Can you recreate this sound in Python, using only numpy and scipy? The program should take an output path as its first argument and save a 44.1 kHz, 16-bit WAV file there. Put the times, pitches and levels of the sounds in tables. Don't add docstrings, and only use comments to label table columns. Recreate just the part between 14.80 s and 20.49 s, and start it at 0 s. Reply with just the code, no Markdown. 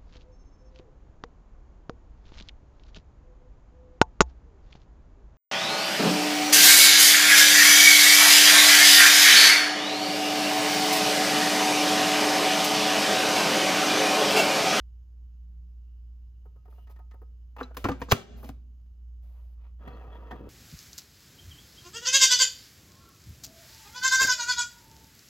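import sys
import numpy as np
from scipy import signal
from scipy.fft import rfft, irfft, next_fast_len
from scipy.io import wavfile
from scipy.ndimage import uniform_filter1d, minimum_filter1d

SR = 44100
rng = np.random.default_rng(int(sys.argv[2]) if len(sys.argv) > 2 else 0)


def wav_out(sig):
    wavfile.write(sys.argv[1], SR, np.round(np.clip(np.atleast_2d(sig).T, -1, 1) * 32767).astype(np.int16))


N = 250929
TIME = np.arange(N) / SR

# start_s, strength_db, bass_db, crack_db, tick_db, spot_pitch_hz, spot_db
COVER_KNOCKS = [(2.765, -38, -23, -20.5, -16, 890, 6), (2.8106, -22.5, -23, -30, -31, 1170, 3.5),
                (2.83, -41.5, -10, -5, -22, 3950, 18), (2.91, -46.5, -8, -35, -22.5, 647, 6.5),
                (2.946, -49.5, -9, -10.5, -0.5, 1510, 7.5), (2.969, -30.5, -13.5, -5.5, 0, 1050, 9),
                (3.043, -21, -4, -11, -16.5, 1363, 6), (3.053, -19.5, -5.5, -27.5, -34.5, 1068, 6),
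                (3.087, -17, -8.5, -20, -20.5, 798, -0.5), (3.116, -31, -1.5, -11, -29, 1190, 8),
                (3.217, -26, -11.5, -13.5, -27.5, 950, 9), (3.286, -37, -3, -24.5, -31, 1130, 7),
                (3.63, -41, -5.5, -36, -4, 830, 6), (3.644, -46, 7, -4.5, -16.5, 1080, 2),
                (3.692, -39, 1, -14.5, -29, 772, 9)]
# start_s, strength_db, bass_db, crack_db, tick_db
LATCH_SNAPS = [(3.314, -16.5, -18.5, -5.5, -10), (3.3196, 1.5, -22.5, -8.5, -11.5),
               (3.3223, 0.5, -17, -13, -11), (3.33, -11, -4, -5, -6.5)]
# pitch_hz, level_db
PLASTIC_COLOUR = [(30, 7), (110, 41.5), (280, 42), (450, 30.5), (700, 31), (1250, 29), (2000, 26.5),
                  (3000, 33), (3900, 29), (7000, 25), (10500, 22.5), (14500, 19)]
# pitch_hz, width_hz, level_db
PANEL_MODES = [(277, 25, 8), (514.7, 13, -2), (840, 35, -6.5), (1076, 60, -5), (1210, 71.6, -0.5),
               (1798, 177, 0.5), (2370, 76, 1), (2608, 89, -2.5), (4556, 23, -1.5), (5270, 22, 1.5)]
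# start_s, level_db
CABINET_PUSHES = [(3.047, -22), (3.056, -26.5), (3.096, -24.5), (3.227, -34), (3.3256, 2.5), (3.697, -36.5)]
# pitch_hz, level_db, ring_s
CABINET_MODES = [(106, -1, 0.058), (132.4, -11, 0.096)]
# start_s, level_db, landing_pitch_hz, resting_pitch_hz
COVER_BOOMS = [(2.812, -32.5, 287, 248), (3.05, -30.5, 402, 249.7), (3.092, -25, 325, 266.4),
               (3.33, -18.5, 233, 230.5)]
# pitch_hz, level_db
SNAP_SWELL_COLOUR = [(300, 0), (2500, -9), (4000, 1.5), (7000, -2.5), (9500, -18.5)]
# start_s, length_s, level_db
COVER_SCRAPES = [(2.779, .03, -46.5), (3.056, .02, -40.5), (3.193, .04, -54.5)]

# start_s, length_s, whirr_end_db, rumble_end_db
DRIVE_RUNS = [(4.986, 0.547, -57.5, -60.5), (5.488, 0.25, -59, -52.5)]
# pitch_hz, width_hz, level_db
FRAME_MODES = [(762, 69, 2), (950, 45, 3.5), (1210, 61, -0.5), (1874, 92, 6), (3300, 135, 9)]
# pitch_hz, level_db
DRIVE_WHIRR_COLOUR = [(150, -51), (450, 11.5), (800, 0.5), (1300, 1.5), (1600, -4.5), (2150, -12.5),
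                      (2700, -8.5), (3400, -18.5), (5000, -25), (8000, -30.5)]
# pitch_hz, level_db
DRIVE_RUMBLE_COLOUR = [(60, -6), (110, 5.5), (170, 4.5), (290, 1.5), (400, 0.5), (560, 1.5), (900, -49)]
# pitch_hz, level_db
TOOTH_TONES = [(404, 0), (942, -8), (1300, 7), (1700, -1.5), (1880, -13), (2630, 0)]
# start_s, length_s, level_db
BEARING_SQUEAKS = [(5.073, 0.021, -68), (5.124, 0.031, -75)]
# start_s, strength_db, bass_db, crack_db, tick_db
DRIVE_CLUNKS = [(5.074, -30, 0.5, -21.5, -18.5), (5.509, -26, -13, -19.5, -20),
                (5.514, -28.5, -5, -28, -36)]

# start_s, strength_db, brightness_db_per_octave, spot_pitch_hz
FINGER_TAPS = [(1.654, -57, -5, 484), (1.759, -61, -6, 505), (1.853, -57, 1.5, 720), (1.878, -57, -6, 440),
               (1.923, -58, -3, 1240), (1.98, -57, -0.5, 715), (2.07, -56.5, 9, 1900),
               (2.094, -56, -5, 790), (2.16, -56.5, 7, 1840), (2.189, -52.5, 0.5, 735),
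               (2.31, -55.5, 11.5, 2000), (2.338, -52.5, -1, 544), (2.416, -51.5, -6, 445)]
# pitch_hz, width_hz, level_db
CASING_MODES = [(444.5, 40, -3), (744, 45, -5), (898, 16, 4), (1067, 16, -5), (1260, 17, 5), (1830, 71, -8)]
# start_s, length_s, end_db
FINGER_BRUSHES = [(1.889, 0.157, -75.5), (2.09, 0.032, -63.5), (2.78, 0.054, -65.5), (2.983, 0.13, -63),
                  (3.191, 0.053, -59), (3.562, 0.07, -63), (3.626, 0.078, -59), (4.414, 0.33, -78.5)]
# pitch_hz, level_db
SKIN_COLOUR = [(100, -9), (600, 17), (1400, 1.5), (2500, 3), (4500, -4), (7000, -6), (9000, -1.5),
               (12000, -1), (14500, -1.5), (16000, -9.5)]
# start_s, length_s, end_db
HAND_RUBS = [(4.456, 0.16, -74), (4.747, 0.122, -66)]
# pitch_hz, level_db
CASING_RUB_COLOUR = [(200, -4), (600, -2.5), (1150, 0.5), (1600, -11), (2600, -8.5), (5000, -27),
                     (9000, -35.5)]

# time_s, level_db
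HUM_LEVELS = [(0.1, -44.5), (0.29, -47.5), (.7, -44.5), (1.2, -43.5), (1.65, -47.5), (2.7, -44.5),
              (3.85, -44), (4.13, -48.5), (4.25, -44.5), (5.27, -43), (5.6, -46.5)]
# pitch_hz, width_hz, level_db
WHINE_TONES = [(2756, 35, -1), (2975, 70, 0), (5030, 110, -8), (6590, 110, -7)]
# start_s, length_s, pitch_hz, end_db
WHINE_SURGES = [(0.997, 0.29, 2860, -90), (1.928, .12, 2900, -78.5)]
# pitch_hz, level_db
AIR_COLOUR = [(20, -79.5), (45, -62), (80, -64.5), (200, -80), (320, -90), (700, -103), (1300, -106),
              (2100, -113), (6700, -114), (8700, -126), (12000, -119), (14200, -113), (15300, -128)]
# pitch_hz, ring_s
ROOM_RING_TIMES = [(100, 0.89), (300, 0.45), (1000, 0.32), (3000, .36), (7000, 0.33), (10000, 0.22)]
# pitch_hz, width_hz, level_db
STANDING_WAVES = [(228, 1.5, 13)]
# pitch_hz, lead_radians
LEFT_LEAD = [(100, .1), (500, .4), (1100, .5), (2000, 1.5), (3000, 1.6), (4300, .4), (5700, -1.7),
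             (6600, -.8), (7700, -2.9), (10000, -3.5), (11700, -5.2), (13000, -5.8)]
# pitch_hz, left_minus_right_db
LEFT_BALANCE = [(60, -1.3), (130, -.5), (260, 1.4), (900, .2), (2000, 2.4), (4000, .4)]


def cover_and_latch(bare_db=-5, modes_db=-4, latch_to_room_db=-1.0):
    near, to_room = np.zeros((2, N)), np.zeros(N)
    for start, *touch, spot_hz, spot_db in COVER_KNOCKS:
        hollow = [(490, 40, 5), (spot_hz, 70, spot_db)]  # pitch_hz, width_hz, level_db
        rattle = signal.fftconvolve(wall_waves(ring_s=.052, click=.36, build_s=.00089), rebounds())
        strike = signal.fftconvolve(rattle, contact(*touch))
        add(near, start, casing(strike, PANEL_MODES, hollow, bare_db, modes_db))
        add(to_room, start, strike)
    for start, *touch in LATCH_SNAPS:
        strike = signal.fftconvolve(wall_waves(ring_s=.033, click=.42, build_s=.0004), contact(*touch))
        add(near, start, casing(strike, PANEL_MODES, [], bare_db, modes_db))
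        add(to_room, start, amp(latch_to_room_db) * strike)
    return near, to_room


def contact(strength_db, bass_db, crack_db, tick_db, size=8192):
    hz = abs(np.fft.fftfreq(size, 1 / SR))
    touch_colour = [(300, bass_db), (400, .0026), (1500, .0081),
                    (3300, crack_db), (7000, crack_db), (11000, tick_db)]
    log_gain = np.log(amp(strength_db + read(touch_colour, hz) + read(PLASTIC_COLOUR, hz)))
    spectrum = np.exp(np.conj(signal.hilbert(log_gain)))
    return np.fft.ifft(spectrum).real[:size // 2]


def wall_waves(ring_s, click, build_s, size=8192):
    t = TIME[:size]
    fade = die_away(t, ring_s) * (1 - np.exp(-t / build_s))
    burst = rng.standard_normal(size) * fade
    even = irfft(np.exp(1j * np.angle(rfft(burst))))
    loudness = np.sqrt(abs(uniform_filter1d(even ** 2, size=64)) + 1e-20)
    waves = even / loudness * fade
    return waves / np.linalg.norm(waves) + click * signal.unit_impulse(size)


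def rebounds(level_db=-15, span_s=.018, count=3):
    bounces = np.zeros(SR // 8)
    when, size = rng.random((2, count))
    strengths = amp(level_db) * (.5 + size) * (1 - when / 2)
    np.add.at(bounces, (when * span_s * SR).astype(int), strengths)
    dull = signal.lfilter(*signal.butter(2, 2200, fs=SR), bounces)
    return dull + signal.unit_impulse(len(dull))


def casing(strike, modes, spot_modes, bare_db, modes_db, stereo_spread=.91, size=16384):
    hz = np.fft.rfftfreq(size, 1 / SR)
    place, lean, lag = rng.standard_normal((3, len(modes)))
    favour = unit(amp(2.5 * np.clip(place, -2, 2)))
    highness = np.minimum(np.array(modes)[:, 0] / 1500, 1)
    difference = highness * (.5 * np.tanh(lean) + 1j * lag)
    shares = favour * np.exp(np.outer([stereo_spread, -stereo_spread], difference))
    ring = amp(modes_db) * shares @ resonances(modes, hz) + resonances(spot_modes, hz).sum(0)
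    return irfft(rfft(strike, size) * (amp(bare_db) + ring))


def cabinet_thumps():
    t, out = TIME[:SR // 2], np.zeros(N)
    swing = -sum(amp(db) * np.sin(2 * np.pi * hz * t) * die_away(t, ring_s)
                 for hz, db, ring_s in CABINET_MODES)
    for start, db in CABINET_PUSHES:
        add(out, start, amp(db) * swing)
    return out


def cover_booms(settle_s=.012, ring_s=.16):
    t, out = TIME[:SR // 2], np.zeros(N)
    for start, db, landing_hz, rest_hz in COVER_BOOMS:
        pitch_hz = rest_hz + (landing_hz - rest_hz) * np.exp(-t / settle_s)
        cycles = np.cumsum(pitch_hz) / SR
        add(out, start, amp(db) * np.sin(2 * np.pi * cycles) * die_away(t, ring_s))
    return out


def snap_swell(level_db=-23, growth_s=.0063):
    until_snap_s = LATCH_SNAPS[1][0] - TIME
    gain = amp(level_db) * np.exp(-abs(until_snap_s) / growth_s) * (until_snap_s > 0)
    hiss = crackle(clicks_per_s=11000, spread_db=3, uneven_db=3.5)
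    return gain * coloured(hiss, SNAP_SWELL_COLOUR)


def cover_scrapes():
    pressure = sum(stroke(*row, rise_s=.008, fall_s=.008) for row in COVER_SCRAPES)
    slips = crackle(clicks_per_s=1200, spread_db=2, uneven_db=1.5)
    return pressure * coloured(slips + ringing(slips, PANEL_MODES), CASING_RUB_COLOUR)


def drive(rise_s=.058, fall_s=.03, gears_db=-11):
    whirr_gain = rumble_gain = 0
    for start, length, whirr_db, rumble_db in DRIVE_RUNS:
        whirr_gain += stroke(start, length, whirr_db, rise_s, fall_s, swell_db=-4)
        rumble_gain += stroke(start, length, rumble_db, rise_s, fall_s, swell_db=-9)
    slips = crackle(clicks_per_s=3500, spread_db=2, uneven_db=1.5)
    judder = crackle(clicks_per_s=400, spread_db=2, uneven_db=1)
    frame_ring = sum(ringing(slips, [mode]) * amp(4.5 * wander(10)) for mode in FRAME_MODES)
    whirr = coloured(slips + frame_ring, DRIVE_WHIRR_COLOUR) + amp(gears_db) * gears()
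    growl = ringing(judder, [(318, 40, 2.5)])
    rumble = coloured(judder + growl, DRIVE_RUMBLE_COLOUR)
    return whirr_gain * whirr + rumble_gain * rumble + bearing_squeaks()


def gears(waver_db=5):
    turned_s = np.cumsum(1 + .02 * wander(30)) / SR
    return unit(sum(amp(db + waver_db * wander(22)) * np.sin(2 * np.pi * hz * turned_s)
                    for hz, db in TOOTH_TONES))


def bearing_squeaks():
    gain = sum(stroke(*row, rise_s=.012, fall_s=.0037) for row in BEARING_SQUEAKS)
    return gain * fuzzy_whistle(pitch_hz=4260, width_hz=480)


def drive_clunks():
    out = np.zeros((2, N))
    for start, *touch in DRIVE_CLUNKS:
        strike = signal.fftconvolve(wall_waves(ring_s=.08, click=.03, build_s=.0019), contact(*touch))
        add(out, start, casing(strike, FRAME_MODES, [], bare_db=-11.5, modes_db=-4))
    return out


def finger_taps(crack_octaves=1.1):
    out = np.zeros((2, N))
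    for start, db, brightness, spot_hz in FINGER_TAPS:
        modes = [(hz, width, level + brightness * np.log2(hz / 1000))
                 for hz, width, level in CASING_MODES]
        hollow = [(spot_hz, 70, 9.5)]  # pitch_hz, width_hz, level_db
        pulse = contact(db, bass_db=-7.5, crack_db=-18.5 + crack_octaves * brightness, tick_db=-9.5)
        strike = signal.fftconvolve(wall_waves(ring_s=.06, click=.15, build_s=.0031), pulse)
        add(out, start, casing(strike, modes, hollow, bare_db=-4, modes_db=10))
    return out


def finger_brushes():
    pressure = sum(stroke(*row, rise_s=.02, fall_s=.006, swell_db=-5.5) for row in FINGER_BRUSHES)
    slips = crackle(clicks_per_s=19000, spread_db=1.5, uneven_db=0)
    return pressure * coloured(slips, SKIN_COLOUR)


def hand_rubs():
    pressure = sum(stroke(*row, rise_s=.12, fall_s=.016, swell_db=3) for row in HAND_RUBS)
    slips = crackle(clicks_per_s=3800, spread_db=-2.5, uneven_db=0)
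    return pressure * coloured(slips, CASING_RUB_COLOUR)


def hum(pitch_hz=59.2, drift_hz=.4, boost_db=.5, waver_db=.9, drone_hz=169.7):
    course_db = np.interp(TIME, *np.transpose(HUM_LEVELS))
    cycles = np.cumsum(pitch_hz + drift_hz * wander(3.96)) / SR
    deep = amp(boost_db + course_db + waver_db * wander(4.6)) * np.sin(2 * np.pi * cycles)
    drone_gain = stroke(start_s=.532, length_s=.333, end_db=-66.5, rise_s=.11, fall_s=.058)
    drone = drone_gain * np.sin(2 * np.pi * drone_hz * TIME)
    return np.sqrt(2) * (deep + drone)


def whine(level_db=-90, waver_db=2):
    tones = sum(ringing(rng.standard_normal(N), [tone]) * amp(waver_db * wander(4))
                for tone in WHINE_TONES)
    out = amp(level_db) * unit(tones)
    for start, length, hz, db in WHINE_SURGES:
        gain = stroke(start, length, db, rise_s=.071, fall_s=.018, swell_db=-1.5)
        out += gain * fuzzy_whistle(hz, width_hz=340)
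    return out


def air(rumble_db=-59.5, hiss_db=-88.5, hiss_above_hz=900):
    def hiss_colour(hz):
        return amp(read(AIR_COLOUR, hz)) * hz ** 2 / (hz ** 2 + hiss_above_hz ** 2)
    rumble = coloured(rng.standard_normal(N), AIR_COLOUR)
    hiss = unit(filtered(rng.standard_normal((2, N)), hiss_colour))
    return amp(rumble_db) * rumble + amp(hiss_db) * hiss


def room(sound, build_s=.0028, stereo_spread=.6):
    common, side = rng.standard_normal((2, SR))
    noise = np.array([common + stereo_spread * side, common - stereo_spread * side])
    hz, t, bands = signal.stft(noise, SR, nperseg=256)
    fading = bands * die_away(t, read(ROOM_RING_TIMES, hz)[:, None])
    tail = signal.istft(fading, SR, nperseg=256)[1][:, :SR]
    tail *= 1 - np.exp(-(TIME[:SR] / build_s) ** 2)
    echoes = signal.fftconvolve(sound[None], tail / np.linalg.norm(tail[0]), axes=1)[:, :N]
    return echoes + ringing(sound, STANDING_WAVES)


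def microphones(sound):
    def left_and_right(hz):
        left = amp(read(LEFT_BALANCE, hz) / 2) * np.exp(.5j * read(LEFT_LEAD, hz))
        return np.array([left, 1 / left])
    return filtered(sound, left_and_right)


def crackle(clicks_per_s, spread_db, uneven_db):
    sizes = amp(spread_db * np.minimum(rng.exponential(1, N), 4)) * rng.standard_normal(N)
    clicking = rng.random(N) < clicks_per_s / SR
    return sizes * clicking * amp(uneven_db * wander(35))


def stroke(start_s, length_s, end_db, rise_s, fall_s, swell_db=0):
    t = TIME - start_s
    rise = np.clip(t / rise_s, 0, 1)
    fall = np.exp(-np.maximum(t - length_s, 0) / fall_s)
    progress = np.clip(t / length_s, 0, 1)
    return rise * fall * amp(end_db + swell_db * (progress - 1))


def fuzzy_whistle(pitch_hz, width_hz):
    mode = [(pitch_hz, width_hz, 0)]
    return unit(ringing(ringing(rng.standard_normal(N), mode), mode))


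def ringing(sound, modes):
    return filtered(sound, lambda hz: resonances(modes, hz).sum(0))


def resonances(modes, hz):
    return np.array([amp(db) / (1 + 2j * (hz - pitch) / width) for pitch, width, db in modes])


def wander(rate_hz):
    return unit(filtered(rng.standard_normal(N), lambda hz: np.exp(-(hz / rate_hz) ** 2)))


def coloured(sound, colour):
    return unit(filtered(sound, lambda hz: amp(read(colour, hz))))


def filtered(sound, response):
    size = next_fast_len(N + SR)
    hz = np.fft.rfftfreq(size, 1 / SR)
    return irfft(rfft(sound, size) * response(hz), size)[..., :N]


def read(points, hz):
    pitches, values = np.transpose(points)
    return np.interp(np.log(hz + 1), np.log(pitches + 1), values)


def add(mix, start_s, sound):
    part = mix[..., round(start_s * SR):][..., :sound.shape[-1]]
    part += sound[..., :part.shape[-1]]


def die_away(t, ring_s):
    return np.exp(-np.log(1000) * t / ring_s)


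def amp(db):
    return 10 ** (np.asarray(db) / 20)


def unit(sound):
    return sound / np.sqrt(np.mean(sound ** 2) + 1e-20)


def scene(knock_room_db=-15, tap_room_db=-14, rustle_room_db=-10, thump_room_db=-29):
    knocks, bare_blows = cover_and_latch()
    taps = finger_taps() + drive_clunks()
    rustles = finger_brushes() + snap_swell() + cover_scrapes() + hand_rubs() + drive()
    thumps = cabinet_thumps() + cover_booms()
    echoes = room(amp(knock_room_db) * bare_blows + amp(tap_room_db) * taps.mean(0)
                  + amp(rustle_room_db) * rustles + amp(thump_room_db) * thumps)
    return microphones(knocks + taps + rustles + thumps + hum() + whine() + echoes) + air()


def record(dry, ceiling_db=-12.0, hold_s=.14, recover_db_per_s=150, peak=.85, top_hz=16500):
    power = abs(uniform_filter1d((dry ** 2).mean(0), size=160))
    over_db = np.maximum(10 * np.log10(power + 1e-12) - ceiling_db, 0)
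    reach = int(hold_s * SR / 2)
    held_db = -minimum_filter1d(-over_db, 2 * reach + 1, origin=reach)
    recovery_db = TIME * recover_db_per_s
    released_db = np.maximum.accumulate(held_db + recovery_db) - recovery_db
    dip_db = uniform_filter1d(released_db, size=80)
    rounded = peak * np.tanh(dry * amp(-dip_db) / peak)
    treble_cut = signal.firwin(301, top_hz, window=("kaiser", 8), fs=SR)
    return signal.oaconvolve(rounded, treble_cut[None], "same")


dry = scene()
out = record(dry)
wav_out(out)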